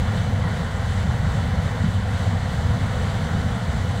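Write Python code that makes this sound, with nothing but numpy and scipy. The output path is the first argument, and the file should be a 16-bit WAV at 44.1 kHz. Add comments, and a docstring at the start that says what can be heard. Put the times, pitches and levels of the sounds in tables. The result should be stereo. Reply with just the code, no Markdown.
"""A combine works far off behind standing maize, beside a row of grain bins, heard across an open field.
From the start its exhaust and threshing drum rumble, its diesel drones and its fans hum in thin wavering
tones, while a rush of air and dry crop swells and fades. Near 1.8 s the machinery gives one dull knock.
Near 3.5 s the deep rumble swells, then dips briefly. Two closely spaced microphone ports pick it all up."""
import sys
import numpy as np
from scipy import signal
from scipy.fft import rfft, irfft
from scipy.io import wavfile

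SR = 44100
rng = np.random.default_rng(int(sys.argv[2]) if len(sys.argv) > 2 else 0)


def master_out(mix):
    """Clip the mix to full scale and print it as 16-bit PCM to the path in sys.argv[1]."""
    frames = np.transpose(np.atleast_2d(mix))
    ceiling = np.clip(frames, -1, 1)
    pcm = np.round(ceiling * 32767).astype(np.int16)
    wavfile.write(sys.argv[1], SR, pcm)


N = 176400

# how the deep rumble and the engine drone rise and fall (time [s], relative level [dB])
DEEP_SWELL = [(0.0, -12.5), (0.11, -20.5), (0.76, -20.5), (0.85, -18.5), (1.14, -17), (1.32, -17.5),
              (1.59, -17.9), (1.7, -23.5), (1.79, -16.5), (2.1, -21.5), (2.41, -19.5), (2.49, -24.5),
              (2.57, -18), (3.35, -20), (3.5, -13.5), (3.64, -30), (3.71, -17), (4.0, -22.5)]


def undb(db):
    """Turn decibels into a number to multiply a sound by."""
    return 10 ** (np.asarray(db) / 20)


def level(x, db):
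    """Scale a sound to an average (rms) level in decibels."""
    return x * undb(db) / np.sqrt(np.mean(x ** 2))


def over_pitch(table):
    """Read a (frequency [Hz], value) table at every frequency of the spectrum."""
    hz, value = np.array(table, float).T
    return np.interp(np.log(np.maximum(np.fft.rfftfreq(N, 1 / SR), 1)), np.log(hz), value)


def swell(table, depth):
    """Volume curve from a (time [s], level [dB]) table; depth scales the swings around its average."""
    times, db = np.array(table, float).T
    curve = np.interp(np.arange(N) / SR, times, db)
    return undb(depth * (curve - curve.mean()))


def drift(rate):
    """A smooth random wobble of typical size 1, changing about rate times a second."""
    keep_slow = np.exp(-(np.fft.rfftfreq(N, 1 / SR) / rate) ** 2)
    keep_slow[0] = 0
    return level(irfft(rfft(rng.standard_normal(N)) * keep_slow, N), 0)


def noise_pair(spectrum):
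    """Two unrelated noises, both shaped by one (frequency [Hz], level [dB]) table."""
    return irfft(rfft(rng.standard_normal((2, N))) * undb(over_pitch(spectrum)), N)


def turbulence(x, bands=14, flicker_db=0.77, flickers_per_s=15.5):
    """Moving air makes each band of frequencies flicker on its own."""
    spectrum, out = rfft(x), 0
    band_position = over_pitch(list(zip(np.geomspace(300, 14000, bands), range(bands))))
    for k in range(bands):
        band = irfft(spectrum * np.maximum(1 - abs(band_position - k), 0), N)
        out = out + band * undb(flicker_db * drift(flickers_per_s))
    return out


def tones(table, wander, fade_db, fades_per_s):
    """Tones of turning parts: speed drifts a little and each fades in and out over the distance."""
    out = 0
    for hz, db in table:
        wavering_hz = hz * (1 + wander * drift(2))
        cycles = np.cumsum(wavering_hz) / SR + rng.random()
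        fading = undb(fade_db * drift(fades_per_s))
        out = out + level(np.sin(2 * np.pi * cycles) * fading, db)
    return out


def fan_whine():
    """Spinning fans and drives hum in faint, thin tones."""
    # one row per tone (frequency [Hz], level [dB])
    fan_tones = [(488.5, -47.5), (504, -51), (661.5, -50), (707, -70), (797, -50), (921, -56)]
    return tones(fan_tones, wander=0.0028, fade_db=1.5, fades_per_s=9.2)


def crop_rush():
    """Blown air and crop make a broad rush; dry stalks and chaff add a higher hiss."""
    # tone colour of the rush and of the hiss (frequency [Hz], relative level [dB])
    rush_spectrum = [(200, -16.5), (340, -15), (420, -3), (500, 1.5), (590, -2), (720, 1), (900, -4),
                     (1020, -2), (1230, -5.5), (1430, -2.5), (1620, -5.5), (1920, -4.5), (2250, -10),
                     (2550, -19.5), (4500, -66)]
    hiss_spectrum = [(1800, -22), (2450, -15), (2630, 0), (2790, -5), (2970, 5), (3200, 0), (3430, 1.5),
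                     (4300, -2.5), (5100, -9), (5900, -7), (6220, -6), (6500, -9), (7000, -10.5),
                     (7280, -7.5), (8000, -11), (8600, -14.5), (9600, -14), (10300, -19), (11000, -24),
                     (13000, -19), (14000, -27), (14700, -21), (15600, -22.5)]
    # how each rises and falls (time [s], relative level [dB])
    rush_swell = [(0.0, -31.5), (0.17, -30.5), (0.38, -32.5), (0.44, -30.0), (0.67, -32.9), (0.77, -31.5),
                  (1.15, -32), (1.36, -31), (1.64, -32.5), (1.7, -30.5), (1.97, -33.5), (2.2, -30.5),
                  (2.38, -32.5), (2.98, -31.0), (3.04, -30), (3.17, -31.5), (3.48, -31.5), (3.58, -31.5),
                  (3.67, -31.5), (4.0, -32)]
    hiss_swell = [(0.0, -38), (0.11, -39), (0.18, -37), (0.26, -39), (0.41, -40.5), (0.59, -38), (0.7, -40),
                  (0.92, -38), (1.23, -39.5), (1.35, -38), (1.6, -40), (1.66, -38), (1.73, -40),
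                  (1.94, -38), (2.01, -41), (2.2, -37), (2.41, -40), (2.55, -37.5), (2.69, -39),
                  (2.91, -38.5), (3.15, -37.5), (3.32, -38.5), (3.44, -38.5), (4.0, -39)]
    air = level(noise_pair(rush_spectrum) * swell(rush_swell, depth=1.07), db=-33)
    chaff = level(noise_pair(hiss_spectrum) * swell(hiss_swell, depth=1.07), db=-41.5)
    return turbulence(air + chaff)


def machinery_knock(start_s=1.838, rise_s=.008):
    """One dull, distant knock: the machinery rings at two low pitches that die away fast."""
    # the ringing (frequency [Hz], level [dB], decay time [s])
    ringing = [(160, -7, .012), (195, -9, .013)]
    age = np.maximum(np.arange(N) / SR - start_s, 0)
    ring = sum(undb(db) * np.sin(2 * np.pi * hz * age) * np.exp(-age / decay) for hz, db, decay in ringing)
    return ring * (1 - np.exp(-age / rise_s))


def engine_drone():
    """The diesel and its shafts turn steadily, making low tones that swell with the deep rumble."""
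    # one row per tone (frequency [Hz], level before the swell [dB])
    engine_tones = [(35.4, -40), (84.0, -33), (100.1, -30), (158, -47.5), (207.2, -47.5), (252, -48)]
    return tones(engine_tones, wander=.001, fade_db=.8, fades_per_s=1.9) * swell(DEEP_SWELL, depth=.5)


def combine_rumble(split_hz=107):
    """The exhaust and threshing drum churn out low noise; its deep and upper parts swell separately."""
    # tone colour of the rumble (frequency [Hz], relative level [dB])
    rumble_spectrum = [(20, -38), (30, -23), (45, -12.5), (58, -4), (75, -1), (95, -0.5), (115, -0.5),
                       (140, -6), (160, -4), (215, -9.5), (245, -14), (275, -22), (340, -30), (450, -37.5),
                       (900, -94)]
    # how the upper part rises and falls (time [s], relative level [dB])
    upper_swell = [(0, -27.5), (.45, -22), (.82, -30), (1.12, -23), (1.5, -24), (1.78, -28), (1.9, -20.5),
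                   (2.04, -28.5), (2.17, -25), (2.6, -26), (2.78, -20.5), (2.87, -25.5), (3.25, -23.5),
                   (3.48, -21), (3.58, -27), (3.9, -25), (4, -26)]
    churn = noise_pair(rumble_spectrum)
    hz = np.maximum(np.fft.rfftfreq(N, 1 / SR), 1)
    upper = irfft(rfft(churn) / (1 + (split_hz / hz) ** 10), N)  # keeps what lies above split_hz
    deep = churn - upper
    return level(deep * swell(DEEP_SWELL, depth=1) + upper * swell(upper_swell, depth=0.84), db=-23)


def microphone_ports(common, scattered):
    """Two nearby microphone openings share the bass; higher up they differ in level and timing."""
    # sound that differs between the ports, next to what they share (frequency [Hz], relative level [dB])
    scatter = [(25, -23), (70, -24), (130, -25), (250, -19), (500, -14.5), (900, -10.5), (1250, -6),
               (1450, -8.5), (2000, -10.5), (2600, -3), (3100, -7), (3800, -7.5), (4600, -8), (5400, -1),
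               (6200, -6), (7000, -7), (8000, -8.5), (8700, -3), (9700, -6), (11000, -1.5), (15500, -3)]
    # how much louder the left is than the right (frequency [Hz], level difference [dB])
    balance = [(60, 1), (200, 0.5), (380, 2), (700, -0.5), (1250, -2), (1900, -2.5), (2300, 2.5), (2600, 5),
               (3300, -1.5), (4400, 0), (5000, 6.5), (5800, 0), (7500, -2.5), (8100, 12), (8600, 1.5),
               (9400, -2), (10300, -4), (11200, -2.5), (15000, 0)]
    # how far the left wave runs ahead of the right (frequency [Hz], phase [radians])
    left_lead = [(20, 0), (100, -.08), (200, -.11), (450, -.14), (700, -.3), (1300, 0), (1900, .15),
                 (2330, .9), (2850, -1.0), (3400, -.7), (3800, -.2), (4700, 0), (5500, -1.7), (6300, -.9),
                 (7200, -.35), (8500, .5), (9500, -.1), (10400, .4), (11500, 3.1), (12600, 4.3),
                 (15500, 3.7)]
    side = np.array([[1], [-1]])  # left, right
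    scatter_gain = undb(over_pitch(scatter))
    both = (rfft(common) + side * scatter_gain * rfft(scattered)) / np.sqrt(1 + scatter_gain ** 2)
    side_gain = undb(side * over_pitch(balance) / 2)
    phase_shift = np.exp(side * 1j * over_pitch(left_lead) / 2)
    return irfft(both * side_gain * phase_shift, N)


def scene():
    """Mix the rumble and rush with the machine tones and one knock, in stereo."""
    common, scattered = combine_rumble() + crop_rush()
    common = common + engine_drone() + fan_whine() + machinery_knock()
    return microphone_ports(common, scattered)


def record(dry):
    """The recorder cuts off the highest treble."""
    cutoff_hz = 15750
    return signal.sosfilt(signal.ellip(10, .2, 80, cutoff_hz, fs=SR, output="sos"), dry)


dry = scene()
out = record(dry)
master_out(out)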